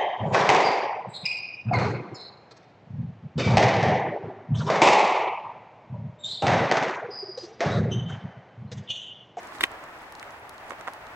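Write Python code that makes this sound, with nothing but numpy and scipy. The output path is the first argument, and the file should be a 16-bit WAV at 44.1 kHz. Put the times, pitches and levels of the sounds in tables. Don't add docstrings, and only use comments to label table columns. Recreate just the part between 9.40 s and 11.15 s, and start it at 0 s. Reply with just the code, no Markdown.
import sys
import numpy as np
from scipy import signal
from scipy.fft import rfft, irfft
from scipy.io import wavfile

SR = 44100
rng = np.random.default_rng(int(sys.argv[2]) if len(sys.argv) > 2 else 0)


def generate_wav(sig):
    pcm = np.round(np.clip(np.atleast_2d(sig).T, -1, 1) * 32767).astype(np.int16)
    wavfile.write(sys.argv[1], SR, pcm)


N = 77175
HIT_SAMPLES = 2048
CUTOFF_HZ = 16050
LEFT_LATE_S = 0.00011


def from_db(db):
    return 10 ** (np.asarray(db) / 20)


def rms_one(x):
    return x / np.sqrt(np.mean(x ** 2) + 1e-20)


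def peak_one(x):
    return x / np.abs(x).max()


def in_time(rows):
    return np.interp(np.arange(N) / SR, *np.transpose(rows))


def over_hz(rows):
    hz, value = np.transpose(rows)
    return np.interp(np.log(np.fft.rfftfreq(N, 1 / SR) + 1e-9), np.log(hz), value)


def drift(rate_hz):
    r = np.exp(-2 * np.pi * rate_hz / SR)
    return rms_one(signal.lfilter([1], [1, -2 * r, r * r], rng.standard_normal(2 * N))[N:])


def dull(x, top_hz):
    return signal.sosfilt(signal.butter(2, top_hz, fs=SR, output="sos"), x)


def resonate(x, hz, q):
    r = np.exp(-np.pi * hz / q / SR)
    feedback = [1, -2 * r * np.cos(2 * np.pi * hz / SR), r * r]
    return signal.lfilter(np.array([1, 0, -1]) * (1 - r * r) / 2, feedback, x + 1e-18)


def pulse(hz, q):
    return peak_one(resonate(resonate(signal.unit_impulse(HIT_SAMPLES), hz, q), hz, q))


def snap(top_hz, low_hz=3600):
    band = signal.butter(2, [low_hz, np.clip(top_hz, 2 * low_hz, CUTOFF_HZ)], "band", fs=SR, output="sos")
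    return peak_one(signal.sosfilt(band, signal.unit_impulse(HIT_SAMPLES)))


def add(out, start_s, sound, pan_db):
    i = int(start_s * SR)
    out[:, i:i + len(sound)] += from_db([[pan_db / 2], [-pan_db / 2]]) * sound[:N - i]


def left_late(x, lag_s):
    delay = np.exp(-2j * np.pi * np.fft.rfftfreq(N, 1 / SR) * lag_s)
    return np.array([irfft(rfft(x[0]) * delay, N), x[1]])


def microphone_pair(x):
    # pitch_hz, likeness
    likeness = [(30, 1), (130, 1), (300, 0.96), (650, 0.84), (1400, 0.44), (2200, -0.23), (3200, -0.4),
                (4500, -0.23), (7000, 0.087), (15000, 1)]
    alike = np.clip(over_hz(likeness), -1, 1)
    mid, side = rfft(x)
    return irfft(np.sqrt((1 + alike) / 2) * mid + np.sqrt((1 - alike) / 2) * side * [[1], [-1]], N)


def scatter(x, fade_s):
    t = np.arange(N) / SR
    echoes = rng.standard_normal((2, N)) * np.exp(-np.log(1000) * t / fade_s)
    return signal.fftconvolve(x, rms_one(echoes) / np.sqrt(N), axes=1)[:, :N]


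def random_clicks(shape, per_s, spread_db, cap):
    happens = rng.random(shape) < per_s / SR
    sizes = from_db(spread_db * np.minimum(rng.exponential(1, shape), cap))
    return happens * sizes * rng.choice([-1, 1], shape)


def far_rush():
    # pitch_hz, relative_db
    tone = [(20, -16), (50, -7.5), (110, -5), (180, -10.5), (300, -5.5), (480, -5), (630, 0), (800, 1.5),
            (1100, -1), (1900, -4), (2600, -10.5), (4000, -20.5), (6500, -27.5), (11000, -36), (16000, -30)]
    # pitch_hz, pan_db
    balance = [(100, -0.5), (1500, 0.5), (4000, -1.5), (9000, -4.5), (15000, -3)]
    # time_s, level_db
    loudness = [(0, -43), (.35, -42), (.65, -44), (1.2, -44), (1.75, -43)]
    spectrum = rfft(microphone_pair(rng.standard_normal((2, N))))
    air = irfft(spectrum * from_db(over_hz(tone) + over_hz(balance) * [[.5], [-.5]]), N)
    waver_db = 0.86 * drift(rate_hz=18.4)
    return from_db(in_time(loudness) + waver_db) * rms_one(left_late(air, lag_s=-0.000019))


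def wind(level_db=-73.5, gust_db=10):
    # pitch_hz, relative_db
    tone = [(20, 1), (55, -2), (120, -7.5), (250, -11), (600, -46), (2000, -70)]
    rumble = irfft(rfft(rng.standard_normal((2, N))) * from_db(over_hz(tone)), N)
    return from_db(level_db) * rms_one(rumble * from_db(gust_db * drift(rate_hz=8.9)))


def ice_crackle(pitch_count=12):
    # time_s, level_db
    loudness = [(0, -60.5), (.3, -71.5), (.8, -68.5), (1.05, -71), (1.3, -70.5), (1.75, -79)]
    clicks = random_clicks(N, per_s=310, spread_db=4, cap=4)
    which_pitch = rng.integers(0, pitch_count, N)
    clicks = clicks * rng.uniform(0.44, 1, (2, N))
    pitches_hz = np.geomspace(3440, 10800, pitch_count)
    pings = sum(resonate(clicks * (which_pitch == k), hz, q=6.6) for k, hz in enumerate(pitches_hz))
    return from_db(in_time(loudness)) * rms_one(left_late(pings, LEFT_LATE_S))


def ice_ticks():
    # start_s, level_db, pitch_hz, pan_db
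    ticks = [(0.0725, -46.5, 6700, -15), (0.1855, -44, 3600, -13), (0.2173, -48, 4000, -4),
             (.2522, -35, 3470, -8), (.2599, -42, 9000, 4), (0.3166, -41.5, 7440, -7),
             (.4400, -45.5, 6700, -7), (0.7238, -38.5, 9100, -9), (0.7523, -38.5, 4300, -2),
             (0.7967, -37, 4630, 6), (0.843, -50, 4000, -6), (0.9068, -46.5, 5800, -6),
             (1.0944, -32, 8900, 6), (1.1809, -43.5, 4040, 8), (1.2975, -39.5, 7040, -4),
             (1.5358, -36, 8900, -8), (1.6684, -44.5, 3620, -10)]
    out = np.zeros((2, N))
    for start_s, level_db, pitch_hz, pan_db in ticks:
        tick = pulse(pitch_hz, q=1.75) + from_db(0.5) * snap(top_hz=7600)
        add(out, start_s, from_db(level_db) * tick, pan_db)
    return out + from_db(-2.5) * scatter(out, fade_s=0.017)


def grit_scrape():
    # time_s, level_db
    loudness = [(0, -54.5), (.11, -54.5), (.155, -47), (.198, -56), (.212, -33), (.225, -40.5),
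                (.24, -30.5), (.256, -53), (.272, -89), (.62, -57), (1.0, -76), (1.27, -62), (1.31, -51.5),
                (1.35, -64), (1.455, -73), (1.478, -46), (1.51, -60), (1.75, -82)]
    # pitch_hz, relative_db
    tone = [(60, -39), (300, 14), (850, -17.5), (1900, 5), (3000, -6.5), (4500, -5), (9000, -14),
            (16000, -26)]
    clicks = random_clicks((2, N), per_s=5500, spread_db=3, cap=5)
    grains = irfft(rfft(clicks) * from_db(over_hz(tone)), N)
    return from_db(in_time(loudness)) * rms_one(microphone_pair(grains))


def shore_echoes(hits):
    rocks = from_db(-7) * dull(scatter(hits, fade_s=0.042), top_hz=4860)
    shore = from_db(-26) * dull(scatter(hits, fade_s=0.46), top_hz=2970)
    return microphone_pair(rocks + shore)


def slab_ring(hits):
    # pitch_hz, gain_db, fade_s (time to fall by 60 dB)
    tones = [(584, -22.5, 0.068), (794, -35.5, 0.1), (984, -32, 0.085), (1240, -45, 0.072),
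             (1100, -23.5, 0.049), (1407, -38.5, 0.059), (1636, -25, 0.015), (2222, -25.5, 0.019),
             (2520, -54, 0.08), (3077, -49, 0.15), (3784, -20, 0.017)]
    ring = 0
    for pitch_hz, gain_db, fade_s in tones:
        r = np.exp(-np.log(1000) / (fade_s * SR))
        angle = 2 * np.pi * pitch_hz / SR
        tone = signal.lfilter([0, np.sin(angle) ** 2], [1, -2 * r * np.cos(angle), r * r], hits + 1e-18)
        ring = ring + from_db(gain_db) * tone
    return ring


def knocks():
    # start_s, level_db, pitch_hz, snap_db, thud_db, pan_db
    # (snap_db and thud_db count from level_db)
    contacts = [(.1230, -35, 820, -11, -8, -11), (.1515, -36, 1600, -8, -25, -11),
                (.2088, -13.5, 1450, -14, -35, -2), (.2100, -14, 3100, -1, -35, -3),
                (.2344, -16, 2500, -8, -36, -4), (.2363, -18, 1500, -22, -36, 0),
                (.2381, -1.8, 2300, -5.5, -29, -1), (.2400, -15, 1700, -20, -34, 3),
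                (.2326, -27, 1200, -14, -30, 0), (.2440, -27, 1000, -16, -30, 1),
                (0.8285, -26, 1850, -6, -20, -4.5), (1.3072, -23, 1110, -9, -12.5, -7),
                (1.3186, -30.5, 496, -25, -5.5, 1), (1.3201, -33, 1610, -16, -27, -12),
                (1.334, -34, 1200, -17, -12, 1), (1.4111, -32.5, 1170, -2, -7, -8),
                (1.4721, -28.5, 1100, -30, -27, -8), (1.4762, -24.5, 1090, -16, -28, -10),
                (1.4777, -24, 1220, -34, -11, -2.5), (1.482, -27.5, 637, -11, -17, -3),
                (1.4827, -21, 970, -36, -32, 2.5)]
    hits = np.zeros((2, N))
    thud = pulse(hz=300, q=0.5)
    for start_s, level_db, pitch_hz, snap_db, thud_db, pan_db in contacts:
        body = pulse(pitch_hz, q=1.17) + from_db(thud_db) * thud
        add(hits, start_s, from_db(level_db) * body, pan_db)
        crack = from_db(level_db + snap_db) * snap(top_hz=5.1 * pitch_hz)
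        add(hits, start_s, crack, pan_db - 4.5)
    return left_late(hits + slab_ring(hits), LEFT_LATE_S) + shore_echoes(hits)


def scene():
    return knocks() + ice_ticks() + ice_crackle() + grit_scrape() + far_rush() + wind()


def record(dry):
    low_pass = signal.firwin(511, CUTOFF_HZ, fs=SR, window="blackman")
    return signal.fftconvolve(np.clip(dry, -1, 1), low_pass[None], "same", axes=1)


dry = scene()
out = record(dry)
generate_wav(out)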